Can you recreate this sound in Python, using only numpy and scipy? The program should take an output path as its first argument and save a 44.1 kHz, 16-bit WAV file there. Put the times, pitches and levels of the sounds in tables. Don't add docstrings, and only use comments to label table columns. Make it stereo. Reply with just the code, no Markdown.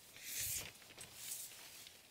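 import sys
import numpy as np
from scipy import signal
from scipy.fft import rfft, irfft
from scipy.io import wavfile
from scipy.ndimage import uniform_filter1d, map_coordinates

SR = 44100
rng = np.random.default_rng(int(sys.argv[2]) if len(sys.argv) > 2 else 0)


def wav_out(sig):
    wavfile.write(sys.argv[1], SR, np.round(np.clip(np.atleast_2d(sig).T, -1, 1) * 32767).astype(np.int16))


N = 92610

# time in seconds, body and treble levels in dB, left minus right in dB.
SLIDE_LEVELS = [(0, -63, -62, -1), (.11, -63.5, -57, 1), (.16, -69, -69, -7), (.27, -67, -56, 0),
                (.56, -65, -66, 8), (.68, -57.5, -60, 4), (.73, -62, -64.5, -1), (.87, -61, -61, -0.5),
                (.95, -65, -74, 0), (1.0, -56, -65, 2), (1.1, -62, -63.5, -2), (1.21, -54.5, -49.5, -1),
                (1.29, -53.5, -45.5, -2), (1.345, -58.5, -41.5, 1), (1.385, -59, -46.5, -1),
                (1.45, -61, -46.5, 1.5), (1.49, -57, -53.5, 0), (1.62, -56.5, -56.5, 0.5),
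                (1.71, -58, -56, 1), (1.825, -55.5, -53.5, 1), (1.87, -60, -63, -1.5),
                (1.96, -61.5, -62.5, 3), (2.1, -66, -71, 0.5)]


def close_sweep():
    # time in seconds, then rasp, sizzle and fizz levels in dB before each band's gain.
    levels = [(.14, -64.5, -85, -81), (.17, -60, -70, -67), (.215, -57, -65.5, -68),
              (.285, -51.5, -55.5, -51.5), (.335, -53, -50, -48), (.4, -45, -45.5, -46),
              (.45, -50, -46, -44), (.51, -54.5, -46.5, -42.5), (.565, -49.5, -44, -49.5),
              (.61, -49, -52.5, -53), (.645, -62, -74, -68)]
    # gain in dB, left minus right in dB.
    balance = [(3, -.5), (2, -7), (2, -10)]
    # frequency in Hz, relative level in dB.
    rasp = [(300, -14), (1100, -13.5), (1500, -10.5), (2100, -1), (3000, 2.5), (4000, -0.5), (5200, -4),
            (7000, -7.5), (16000, -39)]
    sizzle = [(1000, -52), (3500, -47), (4800, -9.5), (5900, -7.5), (6800, -1), (8000, -3), (9300, -3.5),
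              (11000, -12), (16000, -44)]
    fizz = [(1000, -63), (4000, -35), (8000, -28), (10500, -5), (13000, -1.5), (14500, -2.5), (16000, -6.5)]
    # time in seconds, delay at the left microphone in milliseconds.
    left_lag = [(.15, .51), (.33, .497), (.45, .475), (.57, .37), (.62, .36)]
    # frequency in Hz, coherence of the left signal with the delayed right one.
    coherence = [(300, .8), (1000, .95), (1500, .8), (2100, .93), (2700, .995), (3300, .995), (3800, .6),
                 (5000, .55), (7000, .35), (16000, .2)]
    n, out = np.arange(N), np.zeros((2, N))
    late = n - curve(left_lag) * SR / 1000
    alike = read(coherence, N)
    for column, (band, (gain_db, side_db)) in enumerate(zip((rasp, sizzle, fizz), balance), 1):
        scattered, right = friction()
        delayed = map_coordinates(right, [late], mode="nearest")
        left = irfft(alike * rfft(delayed) + np.sqrt(1 - alike ** 2) * rfft(scattered), N)
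        rub = colour(np.array([left, right]), band)
        out += rub * amp(curve(levels, column) + gain_db) * pan(side_db)
    outside_s = np.maximum(np.maximum(levels[0][0] - n / SR, n / SR - levels[-1][0]), 0)
    return (out + gap_hiss()) * np.exp(-outside_s / .012)


def gap_hiss():
    # time in seconds, resonance in Hz, level in dB before the high-pass.
    gap = [(.2, 6360, -68), (.29, 6100, -48.5), (.34, 6160, -54), (.415, 6950, -46.5), (.47, 7550, -52),
           (.53, 8900, -47), (.57, 6850, -42), (.615, 6260, -58), (.645, 6360, -91)]
    hiss = resonate(friction(), curve(gap), width_hz=2100) * amp(curve(gap, 2)) * pan(-10)
    return signal.sosfilt(signal.butter(4, 4800, "high", fs=SR, output="sos"), hiss)


def slide():
    # frequency in Hz, relative level in dB.
    body_spectrum = [(100, -19), (500, -12), (1000, -8.5), (1600, -3.5), (2300, 3), (4000, 2.5), (5500, 1),
                     (8000, -8.5), (16000, -31)]
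    treble_spectrum = [(500, -66), (3000, -9.5), (5200, -4), (6800, 1), (8500, 1), (10000, -1), (13000, -3),
                       (16000, -2)]
    body = colour(friction(), body_spectrum) * amp(curve(SLIDE_LEVELS))
    treble = colour(friction(), treble_spectrum) * amp(curve(SLIDE_LEVELS, 2))
    return (body + treble) * pan(curve(SLIDE_LEVELS, 3))


def friction(slips_per_s=6000, spread_db=2, slip_share=.61, flutter_db=1.02):
    slips = (rng.random((2, N)) < slips_per_s / SR) * rng.choice([-1, 1], (2, N))
    slips = slips * amp(spread_db * np.minimum(rng.exponential(1, (2, N)), 4))
    flutter = unit(uniform_filter1d(uniform_filter1d(rng.standard_normal(N), size=300), size=200))
    rub = np.sqrt(slip_share) * unit(slips) + np.sqrt(1 - slip_share) * diffuse(N)
    return rub * amp(flutter_db * flutter)


def patchy_colour(x, depth_db=1.8, patch_hz=300, patch_s=.07):
    frame, hop = 512, 128
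    spectra = signal.stft(x, nperseg=frame, noverlap=frame - hop)[2]
    patches = rng.standard_normal(spectra.shape[:0:-1])
    patches = uniform_filter1d(patches, size=round(patch_s * SR / hop), axis=0)
    patches = unit(uniform_filter1d(patches, size=round(patch_hz * frame / SR), axis=1))
    return signal.istft(spectra * amp(depth_db * patches.T), nperseg=frame, noverlap=frame - hop)[1][:, :N]


def crinkles(ticks_per_s=44):
    # start in seconds, snap in dB, snap pitch in Hz, flap in dB, left minus right in dB.
    buckles = [(.05, -59, 2270, -66, -10), (0.089, -58, 3000, -61, 2), (0.164, -46.5, 2150, -58, -2),
               (0.36, -47, 2770, -61, 3), (0.4, -42, 2780, -60, 3), (0.582, -44, 2520, -59, 3),
               (0.609, -43, 2330, -49, -1), (.625, -52.5, 2000, -55.5, 16), (.654, -45.5, 4670, -70, -3),
               (.655, -39, 2660, -56, -9), (0.669, -46.5, 2250, -57, -3), (.684, -43.5, 2220, -57, -13),
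               (0.821, -48, 1820, -69, -4), (.898, -52, 2660, -56, -7), (.909, -49.5, 2150, -66, -9),
               (.916, -50, 2450, -69, 9), (0.976, -50.5, 1860, -54, -4), (0.985, -46, 4020, -52.5, 0.5),
               (1.035, -45.5, 2320, -59, -0.5), (1.074, -57, 2100, -59, 1), (1.112, -53, 3330, -62.5, 2),
               (1.283, -42, 2930, -64, -1.5), (1.515, -50, 2600, -61, 3), (1.59, -52.5, 1550, -60, 4),
               (1.612, -54, 2430, -64, 4), (1.636, -53.5, 2230, -77, 4), (1.661, -54, 1800, -65, 1),
               (1.868, -42.5, 3260, -74, 2), (1.951, -57.5, 3000, -64, 3), (2.048, -54, 2860, -74, 1)]
    out, body_db = np.zeros((2, N)), curve(SLIDE_LEVELS)
    for start, snap_db, hz, flap_db, side_db in buckles:
        add(out, start, (amp(snap_db) * snap(hz) + amp(flap_db) * flap()) * pan(side_db))
    for when, strength, octaves, side in rng.uniform(-1, 1, (round(ticks_per_s * N / SR), 4)):
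        at = int((when + 1) / 2 * N)
        tick_db = body_db[at] - 6 + 3 * strength
        add(out, at / SR, amp(tick_db) * snap(2500 * 2 ** octaves) * pan(4 * side))
    return out


def snap(hz, size=4096):
    rise_s, fade_s, shiver_s, width_octaves = .00031, .0038, .037, .55
    t, f = np.arange(size) / SR, np.fft.rfftfreq(size, 1 / SR) + 1
    rolloff = (1 + (np.log2(f / hz) / width_octaves) ** 2) ** 1.25
    crack = unit(irfft(rfft(diffuse(size)) / rolloff))
    after = np.maximum(t - rise_s, 0)
    decay = np.exp(-after / fade_s) + amp(-19.5) * np.exp(-after / shiver_s)
    return crack * np.minimum(t / rise_s, 1) * decay


def flap(size=4096, rise_s=.0014, fade_s=.015):
    # frequency in Hz, relative level in dB.
    spectrum = [(40, -12), (120, -8), (250, -7), (500, 1.5), (800, -6), (1300, -8), (3000, -9),
                (16000, -77)]
    t = np.arange(size) / SR
    return colour(diffuse(size), spectrum) * np.minimum(t / rise_s, 1) * np.exp(-t / fade_s)


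def scuffs(rise_s=.0042, fade_s=.012):
    # start and hold in seconds, hiss and ring levels in dB, left minus right in dB.
    rubs = [(0.748, .008, -55, -78, 2), (1.005, 0.01, -49, -47.5, 0.5), (1.027, .005, -55, -55, 5),
            (1.31, 0.02, -45.5, -46.5, 4), (1.39, 0.032, -52.5, -51.5, 4)]
    # frequency in Hz, relative level in dB.
    hiss_spectrum = [(500, -18), (3000, -8), (6000, 3.5), (8000, 4), (11000, 5.5), (12500, -5), (16000, -2)]
    t, out = np.arange(0, .15, 1 / SR), np.zeros((2, N))
    for start, hold_s, hiss_db, ring_db, side_db in rubs:
        hiss = amp(hiss_db) * colour(rng.standard_normal((2, len(t))), hiss_spectrum)
        ring = amp(ring_db) * resonate(rng.standard_normal((2, len(t))), hz=8190, width_hz=600)
        envelope = np.minimum(t / rise_s, 1) * np.exp(-np.maximum(t - hold_s, 0) / fade_s)
        add(out, start, envelope * pan(side_db) * (hiss + ring))
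    return out


def handling(half_width_cycles=.7, right_db=-41):
    # time of the peak in seconds, left peak level in dB, frequency in Hz.
    bumps = [(0.164, -58.5, 111), (.413, -44.5, 98), (0.43, -45, 92.5), (0.47, -39.5, 87.5), (.5, -42, 113),
             (0.566, -47.5, 70), (0.585, -49, 370), (0.593, -50, 65), (.612, -54.5, 430), (0.627, -49, 560),
             (1.051, -51, 142), (1.078, -60, 110)]
    # time in seconds, level in dB.
    rumble_levels = [(0, -73), (.33, -79.5), (.39, -70), (.55, -64), (.63, -59), (.68, -63.5), (.74, -74.5),
                     (.92, -71.5), (1.04, -66), (1.13, -69.5), (1.27, -74), (1.42, -77.5), (1.85, -75),
                     (2.1, -81)]
    # frequency in Hz, relative level in dB.
    rumble_spectrum = [(20, -46), (50, -9), (85, -3.5), (120, -0.5), (190, -11.5), (400, -21.5),
                       (2000, -76)]
    out = colour(diffuse(N), rumble_spectrum) * amp(curve(rumble_levels))
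    for peak_s, db, hz in bumps:
        cycles = (np.arange(N) / SR - peak_s) * hz
        pulse = np.cos(2 * np.pi * cycles) * np.exp(-(cycles / half_width_cycles) ** 2)
        out += amp([[db], [db + right_db]]) * pulse
    return out


def cloth():
    # time in seconds, level in dB.
    levels = [(0, -78), (.15, -69), (.33, -86), (.52, -65.5), (.565, -85), (.62, -60.5), (.685, -66),
              (.73, -72.5), (.86, -66.5), (.905, -65), (.95, -70.5), (.99, -65), (1.12, -69.5), (1.27, -68),
              (1.4, -71.5), (1.5, -79), (1.61, -65.5), (1.665, -68), (1.695, -70), (1.76, -68),
              (1.825, -66.5), (1.855, -90), (1.94, -74), (2.0, -77), (2.1, -73)]
    # frequency in Hz, relative level in dB.
    spectrum = [(80, -26), (200, 0), (420, -5), (750, 0.5), (1100, -4), (1600, -10), (3000, -25),
                (16000, -66)]
    return colour(friction(), spectrum) * amp(curve(levels))


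def air():
    # frequency in Hz, relative level in dB.
    spectrum = [(40, -5), (100, -6), (250, -2), (600, 1), (1200, -8.5), (2200, -9.5), (4000, -24),
                (9000, -5), (15500, -9)]
    return colour(diffuse(N), spectrum) * amp(-65.5)


def diffuse(size):
    # frequency in Hz, correlation of left and right.
    correlation = [(50, 0.82), (400, 0.71), (900, 0.19), (1500, -0.16), (3000, -0.11), (16000, -0.15)]
    left, independent = rfft(rng.standard_normal((2, size)))
    alike = read(correlation, size)
    right = alike * left + np.sqrt(1 - alike ** 2) * independent
    return irfft(np.array([left, right]), size)


def resonate(x, hz, width_hz):
    carrier = np.exp(2j * np.pi * np.cumsum(hz * np.ones(x.shape[-1])) / SR)
    pole = np.exp(-np.pi * width_hz / SR)
    return unit((carrier * signal.lfilter([1], [1, -2 * pole, pole * pole], x / carrier)).real)


def colour(x, spectrum):
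    size = x.shape[-1]
    return unit(irfft(rfft(x) * amp(read(spectrum, size)), size))


def read(points, size):
    f, value = np.transpose(points)
    return np.interp(np.log(np.fft.rfftfreq(size, 1 / SR) + 1), np.log(f + 1), value)


def curve(rows, column=1):
    rows = np.array(rows)
    return np.interp(np.arange(N) / SR, rows[:, 0], rows[:, column])


def pan(db):
    gains = amp(np.array([db, -db]).reshape(2, -1) / 2)
    return gains / np.sqrt(np.mean(gains ** 2, axis=0))


def add(mix, start_s, sound):
    part = mix[:, max(round(start_s * SR), 0):][:, :sound.shape[1]]
    part += sound[:, :part.shape[1]]


def amp(db):
    return 10 ** (np.asarray(db) / 20)


def unit(x):
    return x / np.sqrt(np.mean(x ** 2) + 1e-20)


def scene():
    return air() + patchy_colour(close_sweep() + slide() + cloth()) + scuffs() + handling() + crinkles()


def record(dry, cutoff_hz=15720):
    lowpass = signal.firwin(1023, cutoff_hz, window=("kaiser", 9), fs=SR)
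    return signal.oaconvolve(dry, lowpass[None], "same")


dry = scene()
out = record(dry)
wav_out(out)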